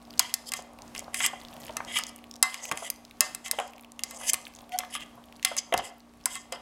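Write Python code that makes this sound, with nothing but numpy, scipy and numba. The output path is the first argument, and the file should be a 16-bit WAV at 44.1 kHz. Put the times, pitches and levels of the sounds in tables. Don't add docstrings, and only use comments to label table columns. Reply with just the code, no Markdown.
import sys
import numpy as np
from scipy import signal
from scipy.fft import rfft, irfft
from scipy.io import wavfile
from scipy.ndimage import uniform_filter1d
from numba import njit

SR = 44100
rng = np.random.default_rng(int(sys.argv[2]) if len(sys.argv) > 2 else 0)


def how_loud(loudness_db):
    steps = np.asarray(loudness_db, float) / 20
    return 10 ** steps


def bounce(signal):
    frames = np.transpose(np.atleast_2d(signal))
    limited = np.clip(frames, -1, 1)
    pcm = np.round(limited * 32767).astype(np.int16)
    wavfile.write(sys.argv[1], SR, pcm)


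N = 291501

# frequency in Hz, level in dB.
HUM = [(59.2, -66), (236.9, -53), (296.1, -61), (414.5, -68.5), (1128, -66.5)]
# frequency in Hz, density in dB per Hz.
AIR = [(15, -43), (25, -0.5), (182, -1), (238, 0.5), (349, -3), (746, -14), (1430, -11), (2040, -13.5),
       (4990, -19.5), (11900, -24.5), (15500, -34), (17500, -31)]
# time in seconds, level in dB.
RECOVERY = [
    (0.181, 2.5),
    (.3, -1.5),
    (1, 2.5),
    (2.4, 3),
    (2.5, -1.5),
    (3.2, -1),
    (4.3, -0.5),
    (5.4, -0.5),
    (6.61, -1.5),
]

# frequency in Hz, level in dB, T60 in seconds.
WALL_MODES = [(754, -11, .4), (1100, -10, .35), (1174, -13, .3), (1351, -13, .28), (1631, -16, .3),
              (1825, -10, .14), (2030, -16, .15), (2062, -3, .45), (2622, -9, .14), (2800, -13, .12),
              (3240, -12, .12), (3801, -14, .2), (4124, -16, .22), (5168, -17, .25), (7133, -20, .18),
              (7870, -18, .2), (8721, -20, .15), (9981, -22, .15)]
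# frequency in Hz, width in Hz, level in dB.
GRID_MODES = [(3800, 39, -11), (5060, 300, 8.5), (5340, 180, -5.5), (6340, 700, 7), (7000, 290, -9),
              (7670, 210, 7), (8225, 180, 8), (9030, 150, 8.5), (9920, 260, 8), (10400, 150, -10.5),
              (11400, 140, -0.5), (12880, 140, -4)]
# frequency in Hz, width in Hz, level in dB.
RUB_MODES = [(2020, 91, -21), (1980, 48, 10), (2400, 30, -3.5), (3000, 82, -6.5), (3196, 110, 7.5)]
# frequency in Hz, width in Hz, level in dB.
BOTTOM_MODES = [(696, 190, 3), (1000, 370, -6)]

# time in seconds, level in dB.
STIR = [(0.0, -56.5), (1.97, -52), (2.34, -59), (2.69, -48), (2.93, -59), (3.24, -61.5), (3.44, -56.5),
        (3.96, -57.5), (4.23, -47.5), (4.51, -58.5), (4.82, -55.5), (5.43, -59.5), (5.71, -54.5),
        (5.96, -68), (6.61, -55.5)]
# peak time in seconds, build-up in seconds, release in seconds, hiss in dB, wall share in dB.
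PRESSES = [(0.491, .03, 0.0067, -35.5, -8.5), (0.569, 0.027, 0.045, -42.5, 0.5),
           (1.195, 0.06, 0.023, -39.5, 3), (1.255, 0.04, 0.032, -28, 5), (1.973, 0.037, 0.038, -34, 11),
           (2.095, 0.03, 0.0052, -48, -7), (2.638, 0.028, 0.03, -39, -5.5), (2.696, 0.051, .003, -43, -2),
           (2.877, 0.17, 0.016, -42, -0.5), (3.608, 0.15, 0.1, -48, 2), (4.283, 0.014, 0.0072, -35, -14),
           (4.2979, 0.014, 0.0085, -18.5, -7), (4.726, 0.012, 0.062, -53.5, 11.5),
           (4.945, 0.042, 0.034, -40, 1), (4.956, 0.0093, .03, -49.5, 15), (5.587, 0.015, 0.015, -22.5, -8),
           (5.855, 0.039, 0.047, -42, 2.5), (6.346, .02, 0.12, -47, -4.5)]
# start in seconds, length in seconds, hiss in dB, loss over the slide in dB, wall share in dB.
SLIDES = [(0.196, 0.12, -45.5, 13, 9.5), (0.947, 0.058, -58.5, -7.5, 2.5), (1.146, 0.053, -51.5, 5, -2),
          (1.202, 0.044, -45.5, 7, 12.5), (1.605, 0.089, -65, 1.5, 5), (1.872, 0.066, -56, -6.5, 10.5),
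          (1.987, 0.13, -50, 11, -5), (2.448, 0.16, -42, 10.5, -0.5), (2.74, 0.045, -72, 7, 10),
          (3.22, 0.13, -40, 13, -7), (3.445, 0.036, -48, -3, 1.5), (4.055, 0.12, -61.5, -13.5, -3),
          (4.188, 0.097, -51, -11, -1.5), (4.336, 0.062, -42.5, 32, 2), (4.802, 0.05, -65, 3, 12),
          (4.997, 0.038, -57.5, 1, 14), (5.451, 0.1, -38.5, 17, 5), (5.769, 0.039, -45.5, 0.5, 5.5),
          (6.264, 0.11, -48, 3, -0.5), (6.524, 0.08, -48.5, 21.5, 8)]
# start in seconds, brightest Hz, tip sizzle in dB.
PLACES = [(0, 4500, 4.5), (.45, 4350, 2), (.55, 6170, 0.5), (.9, 6300, 2), (1.15, 8400, 5),
          (1.2, 7640, 0.5), (1.6, 7000, 6), (1.86, 6600, 5), (1.985, 5200, -5), (2.07, 9800, 1.5),
          (2.44, 4000, -1), (2.6, 6400, -2), (2.7, 9530, -1.5), (3.2, 3970, -4.5), (3.4, 7000, -0.5),
          (3.5, 7350, -4), (4.04, 7000, -0.5), (4.18, 10200, 0.5), (4.26, 6160, 0), (4.33, 5500, -7),
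          (4.7, 5800, 8.5), (4.89, 10300, 1), (4.99, 7000, 5), (5.44, 4200, 0.5), (5.54, 6050, -9),
          (5.76, 4930, -9), (5.8, 7200, 0.5), (6.26, 6550, 3), (6.32, 8000, -6), (6.5, 5000, -0.5)]

# start in seconds, peak in dB, pitch
# in Hz.
CRACKLES = [(0.052, -40, 4120), (0.1066, -30.5, 4100), (0.13, -39.5, 3800), (0.623, -34, 7200),
            (0.8203, -31.5, 5550), (0.879, -40.5, 5700), (1.4145, -31.5, 4280), (1.45, -29.5, 3480),
            (1.485, -31, 3840), (1.5285, -38, 3580), (1.6017, -36, 9000), (1.667, -30.5, 7360),
            (1.8487, -30.5, 5600), (2.0367, -15.5, 4500), (2.0674, -24, 6300), (2.161, -31, 10000),
            (2.312, -28.5, 5230), (2.3394, -33.5, 5160), (2.357, -35.5, 4600), (2.9604, -37.5, 5390),
            (3.0508, -32.5, 4200), (3.9193, -33, 7000), (4.5505, -33, 6200), (5.155, -48, 11000),
            (5.363, -39, 4500), (6.004, -42, 4500), (0.4589, -41, 6280), (0.8614, -49, 5000),
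            (1.0435, -38, 4000), (1.708, -37, 4000), (2.181, -44, 9500), (2.188, -38, 3000),
            (2.296, -49.5, 12000), (2.363, -34, 6000), (2.521, -41, 13000), (3.7628, -43, 5000),
            (3.8097, -38.5, 13000), (4.1465, -32, 6440), (4.5376, -36, 3310), (5.008, -29.5, 2860),
            (5.257, -46, 11000), (5.356, -52, 8000), (5.368, -43, 9000), (5.437, -33, 6000),
            (5.789, -24, 7000), (5.941, -57, 12000), (5.97, -53, 10500), (5.982, -46, 12500),
            (5.997, -50, 12000),
            (0.1762, -32, 4800), (0.18, -29, 5200), (0.962, -24.5, 2400), (0.979, -22, 6270),
           (0.993, -22, 7000), (3.203, -49, 10000), (4.453, -29.5, 4160), (4.721, -30.5, 2870),
           (4.74, -39, 3980), (5.678, -60, 2200), (6.239, -43, 5120),
            (1.4, -36, 4000), (1.42, -39, 9900), (1.436, -42, 13000), (1.5035, -44, 5000), (1.508, -46, 10500),
         (1.535, -36, 3000), (1.54, -38, 11000), (1.545, -47, 3520), (1.606, -37, 8500),
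         (1.611, -41, 13000), (1.6183, -35, 4370), (1.626, -44, 10000), (1.639, -34, 3320),
         (1.65, -34, 11000), (1.657, -35, 2500), (1.673, -47, 12000), (1.681, -32, 2450),
         (1.6846, -41, 4500), (1.725, -41, 5500), (1.737, -42, 5000), (4.003, -42, 9000),
         (4.008, -41, 11000), (4.4148, -36, 7000), (4.427, -41, 7500), (4.462, -42, 13500),
         (4.476, -39, 14000), (4.481, -38, 11000), (4.561, -37, 7000), (4.568, -39, 5900),
         (4.618, -40, 12000), (4.6413, -44, 3000), (4.694, -41, 9900), (4.76, -42, 7000),
         (4.779, -35, 6500), (4.892, -46, 5000), (2.654, -22, 2610), (2.757, -41.5, 9000),
         (2.762, -41.5, 13000), (2.918, -42.5, 9000), (2.941, -43.5, 12000), (3.677, -37, 9500),
         (3.722, -49, 13000)]
# start in seconds, peak in dB.
POPS = [(0.788, -35.5), (1.5658, -34.5), (1.634, -35), (2.241, -33), (3.1104, -34), (3.735, -35.5),
        (3.781, -37), (3.847, -36), (4.589, -36), (4.609, -38), (4.693, -40), (4.849, -37), (5.24, -42),
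        (5.325, -37), (5.396, -38)]
# start in seconds, length in seconds, film count.
LIFTS = [
    (0, .18, 8),
    (.945, .1, 16),
    (1.38, .37, 16),
    (3.7, .25, 5),
    (4.4, .3, 8),
]

# start in seconds, peak in dB, brightest Hz, dull share in dB, wall ring in dB.
KNOCKS = [(0.194, 2.5, 4570, -25.5, -28.5), (0.3401, -4.5, 7600, -44, -32), (1.2624, -4, 8800, -41, -22),
          (1.9872, -9.5, 9400, -42, -18), (2.4273, 5, 7640, -54, -17), (2.9012, -12, 12000, -30, -31.5),
          (3.2068, 3, 8240, -54, -18), (3.5124, -7, 9500, -14.5, -26), (4.0358, -11.5, 6400, -10, -22),
          (4.3337, -2.5, 9600, -31, -26), (4.342, -7, 9300, -8, -49), (4.7877, -8, 8600, -63, -21.5),
          (5.449, -0.5, 3800, -19, -20), (6.2573, -3, 8500, -21.5, -31)]
# start in seconds, peak in dB, dull share in dB, wall ring in dB.
TAPS = [(0.519, -17.5, -9.5, -10), (0.5368, -13, -9, -12), (1.1439, -13.5, -8, -13),
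        (1.7686, -14.5, -12, -15.5), (2.543, -18.5, -2.5, -10.5), (2.7222, -21, -2, -17),
        (2.7738, -19.5, -6, -15), (3.3483, -15.5, -14.5, -18.5), (3.482, -27, -14, -8.5),
        (3.6, -24, 2, -17), (4.1094, -25, -34, -8.5), (5.5665, -19, -12, -9), (5.7768, -13, -21, -11.5),
        (6.354, -20.5, -28.5, -8.5), (6.364, -29, -18, -6), (6.5235, -19, -14, -9)]
# start in seconds, peak in dB, dull share in dB, wall ring in dB.
SMACKS = [(0.295, -32, -11, -16), (0.9498, -25.5, -23, -11.5), (1.204, -18.5, 0.5, -2),
          (1.693, -44, 11, -15), (1.803, -45, 4, -18.5), (2.7143, -14.5, -9, -11.5), (3.46, -25, -27, -2),
          (3.588, -21, 3.5, -7.5), (3.9926, -23, -30, -16), (4.468, -30, 3.5, -27), (4.8044, -33, 8, -30.5),
          (4.9514, -20.5, -13, -12.5), (5.4277, -23.5, -13, -21), (5.725, -25.5, 7, 3),
          (5.7391, -10.5, -5.5, -10.5)]
SMACK_HZ = 2750

# start in seconds, peak in dB, pitch in Hz, T60 in seconds.
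THUDS = [(0.197, -21, 995, 0.025), (0.591, -30, 730, 0.021), (1.08, -33, 740, 0.029),
         (1.201, -30.5, 1173, 0.18), (1.245, -24.5, 1183, 0.069), (1.333, -27.5, 756, 0.033),
         (1.695, -30, 624, 0.042), (1.767, -29.5, 1240, 0.022), (1.804, -24, 1070, 0.011),
         (1.96, -29.5, 1200, 0.13), (1.989, -26.5, 1250, 0.021), (2.43, -26.5, 1030, 0.14),
         (2.714, -17.5, 1120, 0.016), (2.823, -30, 682, 0.049), (3.208, -27, 749.4, 0.19),
         (3.532, -32.5, 625, 0.036), (3.586, -20.5, 782, 0.03), (3.597, -21.5, 733, 0.058),
         (4.213, -35.5, 1140, 0.013), (4.335, -24.5, 1220, 0.017), (4.791, -32.5, 723, 0.11),
         (4.834, -31, 1130, 0.016), (4.951, -29.5, 1177, 0.046), (5.176, -42, 704, 0.075),
         (5.515, -27, 687, 0.035), (5.724, -17, 656, 0.048), (5.742, -10.5, 720, 0.022),
         (5.792, -23, 780, 0.03), (6.26, -26, 1015, 0.038), (6.522, -30, 696, 0.12)]
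# start in seconds, peak in dB, T60 in seconds.
BUMPS = [
    (1.241, -39, 0.34),
    (2.715, -29.5, 0.19),
    (3.212, -44, 0.087),
    (4.336, -35.5, 0.13),
    (5.74, -27.5, 0.34),
]
# time in seconds, pitch in Hz, level in dB.
SQUEAK = [
    (4.69, 715, -65),
    (4.75, 731, -31.5),
    (4.765, 780, -37.5),
]


def level(x, db):
    return x * how_loud(db) / np.sqrt(np.mean(x ** 2))


def band(x, hz, width_hz):
    centre = min(hz, 0.42 * SR)
    sharpness = max(hz / width_hz, 0.4)
    return signal.lfilter(*signal.iirpeak(centre, sharpness, fs=SR), x)


def span(x, lo_hz, hi_hz):
    return signal.sosfilt(signal.butter(3, [lo_hz, hi_hz], "bandpass", fs=SR, output="sos"), x)


def fade(t, t60):
    return np.exp(-np.log(1000) * t / max(t60, 0.002))


def add(out, s, x, db):
    i = int(s * SR)
    x = x[:N - i]
    out[i:i + len(x)] += how_loud(db) * x / np.max(np.abs(x))


def walk(rate):
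    k = int(SR / rate)
    held = np.repeat(np.clip(rng.standard_normal(N // k + 1), -1.5, 1.5), k)
    return 2.43 * uniform_filter1d(uniform_filter1d(held, k), k)[:N]


def kitchen_air():
    t = np.arange(N) / SR
    lines = sum(how_loud(db - 0.5 + 0.5 * walk(14)) * np.sin(2 * np.pi * f * t + 0.089 * walk(3.2)) for f, db in HUM)
    hz, db = np.transpose(AIR)
    bin_hz = np.arange(N // 2 + 1) * SR / N
    shape = how_loud(np.interp(np.log(bin_hz + 1), np.log(hz), db))
    rush = irfft(rfft(rng.standard_normal(N)) * shape, N)
    return lines + how_loud(1.5 * walk(6.3)) * level(rush, -58)


def grit(rate, flicker_db):
    size = how_loud(3 * np.minimum(rng.exponential(size=N), 3))
    slips = (rng.random(N) < rate / SR) * rng.standard_normal(N) * size
    smooth = 0.64 * rng.standard_normal(N)
    return how_loud(flicker_db * walk(90)) * (level(slips, 0) + smooth)


def spot(lo_hz, hi_hz, count=40):
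    t = np.arange(3000) / SR
    hz = lo_hz * (hi_hz / lo_hz) ** rng.random((count, 1))
    modes = np.sin(2 * np.pi * hz * t)
    ring = rng.standard_normal(count) @ modes * fade(t, 0.02)
    return ring / np.sqrt(np.sum(ring ** 2))


def body(x, peaks, lo_hz, hi_hz, between_db, patchy_db):
    modes = sum(how_loud(db + patchy_db * walk(18)) * band(x, f, 1.4 * w)
                for f, w, db in peaks if lo_hz < f < hi_hz)
    dense = sum(signal.oaconvolve(how_loud(patchy_db * walk(15)) * x, spot(lo_hz, hi_hz))[:N] for _ in range(5))
    return level(span(modes + how_loud(between_db - 20) * dense, lo_hz, hi_hz), 0)


def strokes():
    swell_db = 18
    rows = []
    for s, up, down, db, wall_db in PRESSES:
        rows.append(([s - up, s, s + down], [db - swell_db, db, db - swell_db], wall_db))
    for s, length, db, loss, wall_db in SLIDES:
        rows.append(([s, s + length], [db, db - loss], wall_db))
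    return rows


def drag():
    t, out = np.arange(N) / SR, np.zeros(N)
    touch_s, lift_s = 0.0051, 0.0063
    slips = grit(5000, 1.5)
    hiss = body(slips, GRID_MODES, 3600, 7970, 1, 2.5)
    sizzle = body(slips, GRID_MODES, 7500, 16000, -2, 2.5)
    rub = body(grit(1500, 2), RUB_MODES, 1600, 3900, 1, 2.5)
    mutter = body(grit(1200, 0.6), BOTTOM_MODES, 471, 1250, -7, 1.5)
    for s, db, wall_db in strokes():
        near = slice(int((s[0] - touch_s) * SR), int((s[-1] + lift_s) * SR))
        landing = (t[near] - s[0]) / touch_s + 1
        lifting = (s[-1] - t[near]) / lift_s + 1
        touch = np.clip(np.minimum(landing, lifting), 0, 1)
        hiss_db = np.interp(t[near], s, db)
        middle = (s[0] + s[-1]) / 2
        _, hz, tip_db = [row for row in PLACES if row[0] <= middle][-1]
        sizzle_db = -3.5 + tip_db + 0.21 * (hiss_db + 50.5)
        wire = level(hiss[near], 0) + how_loud(sizzle_db) * level(sizzle[near], 0)
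        wire = how_loud(-3.5) * (wire + how_loud(4) * band(wire, hz, 0.2 * hz))
        out[near] += touch * how_loud(hiss_db) * (wire + how_loud(wall_db) * level(rub[near], 0))
    return out + how_loud(np.interp(t, *np.transpose(STIR))) * mutter


def crackles():
    chance = rng.random((120, 3))
    faint_s = chance[:, 0] * (N / SR - 0.02)
    faint = np.c_[faint_s, -55 + 12 * chance[:, 1] ** 2, 2500 * 5 ** chance[:, 2]]
    torn_s = np.concatenate([s + length * rng.random(films) for s, length, films in LIFTS])
    chance = rng.random((len(torn_s), 2))
    torn = np.c_[torn_s, -48 + 11 * chance[:, 0] ** 2, 2200 * 5 ** chance[:, 1]]
    pockets = [(s, db, 2720) for s, db in POPS]
    bursts = [*CRACKLES, *pockets, *faint, *torn]
    out, t = np.zeros(N), np.arange(600) / SR
    for s, db, hz in bursts:
        push = rng.standard_normal(len(t)) * fade(t, 0.0058)
        pitched = band(band(push, hz, 0.8 * hz), hz, 0.8 * hz)
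        add(out, s, span(pitched + how_loud(-15) * push, 1300, 16000), db)
    return out


def contacts():
    rows = [(s, db, hz, dull, 0.032, ring) for s, db, hz, dull, ring in KNOCKS]
    rows += [(s, db, 7600, dull, 0.027, ring) for s, db, dull, ring in TAPS]
    return rows + [(s, db, SMACK_HZ, dull, 0.036, ring) for s, db, dull, ring in SMACKS]


def ticks():
    out, t, long = np.zeros(N), np.arange(4096) / SR, np.arange(16000) / SR
    f, mode_db, mode_t60 = np.transpose(WALL_MODES)
    decay = np.exp(-np.log(1000) * long / mode_t60[:, None])
    ring = np.sin(2 * np.pi * f[:, None] * long) * decay
    grip = np.exp(-(long / 0.09) ** 3)
    for s, db, hz, low_db, t60, ring_db in contacts():
        smack = hz == SMACK_HZ
        envelope = fade(t, 0.46 * t60) + how_loud(-3.5) * fade(t, t60) + how_loud(10.5) * fade(t, 0.0039)
        push = rng.standard_normal(len(t)) * envelope * np.minimum(t / 0.00015, 1)

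        grid_place = rng.standard_normal(len(GRID_MODES))
        wall_place = rng.standard_normal(len(WALL_MODES))
        grid = sum(how_loud(d + 2.1 * q) * band(push, g, w) for (g, w, d), q in zip(GRID_MODES, grid_place))
        treble = how_loud(-10 * smack) * (how_loud(-10.5) * grid + how_loud(-11) * push)
        add(out, s, span(band(push, hz, 0.5 * hz) + treble, 1700, 14000), db)
        add(out, s, span(push, 1960, 3590), db + low_db)

        speak = np.sign(wall_place) * how_loud(mode_db + 2.5 * wall_place - 20 * smack * (f > 4000))
        muffle = fade(long, 0.5 if db > -9 else 0.14)
        add(out, s, speak @ ring * muffle * grip * np.minimum(long / 0.00071, 1), db + ring_db)
    return out


def thuds():
    out, t = np.zeros(N), np.arange(8000) / SR
    for s, db, hz, t60 in THUDS:
        detune = 0.042 * rng.standard_normal(3) * [0, 1, 1]
        notes = hz * np.array([1, 0.82, 1.38]) * (1 + detune)
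        tone = how_loud([0, -7, -8]) @ np.sin(2 * np.pi * notes[:, None] * t)
        add(out, s, tone * fade(t, t60) * (1 - np.exp(-t / 0.0015)), db)
        slap = rng.standard_normal(len(t)) * fade(t, 2 * t60)
        add(out, s, span(slap, 0.64 * hz, 1.96 * hz), db - 4)
    return out


def bumps():
    out, t = np.zeros(N), np.arange(16000) / SR
    for s, db, t60 in BUMPS:
        add(out, s, span(rng.standard_normal(len(t)) * fade(t, t60), 34.6, 900), db)
    return out


def squeak():
    s, hz, db = np.transpose(SQUEAK)
    t = np.arange(N) / SR
    phase = 2 * np.pi * np.cumsum(np.interp(t, s, hz)) / SR
    overtone_db = [6, -15, -19, -25, -34, -18]
    tone = sum(how_loud(d) * np.sin(k * phase) for k, d in enumerate(overtone_db, start=1))
    gate = np.clip(np.minimum(t - s[0], s[-1] - t) / 0.0013, 0, 1)
    return gate * how_loud(np.interp(t, s, db)) * tone


def reverberation(pan):
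    t = np.arange(20000) / SR
    tail = band(rng.standard_normal(len(t)), 850, 5400) * fade(t, 0.46) * np.minimum(t / 0.016, 1)
    return signal.fftconvolve(pan, tail / np.sqrt(np.sum(tail ** 2)))[:N]


def scene():
    air = kitchen_air() * how_loud(np.interp(np.arange(N) / SR, *np.transpose(RECOVERY)))
    pan = drag() + crackles() + ticks() + thuds() + squeak()
    return (pan + how_loud(-17.5) * reverberation(pan) + air + bumps())[None]


@njit
def follow(x, attack, release):
    e, y = 0., np.empty(len(x))
    for i in range(len(x)):
        a = abs(x[i])
        e += (a - e) * (attack if a > e else release)
        y[i] = e
    return y


def top_cut(x):
    return signal.sosfilt(signal.butter(12, 17070, fs=SR, output="sos"), x)


def record(dry):
    attack_s, release_s = 0.008, 0.25
    peak = follow(dry[0], 1 / (attack_s * SR), 1 / (release_s * SR))
    gain = np.minimum(how_loud(-29.5) / (peak + 1e-9), 1) ** 0.22
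    rounded = np.tanh(dry * gain / 0.95) * 0.95
    low_pass = signal.ellip(8, 0.5, 27, 15900, fs=SR, output="sos")
    return top_cut(signal.sosfilt(low_pass, rounded))


dry = scene()
out = record(dry)
bounce(out)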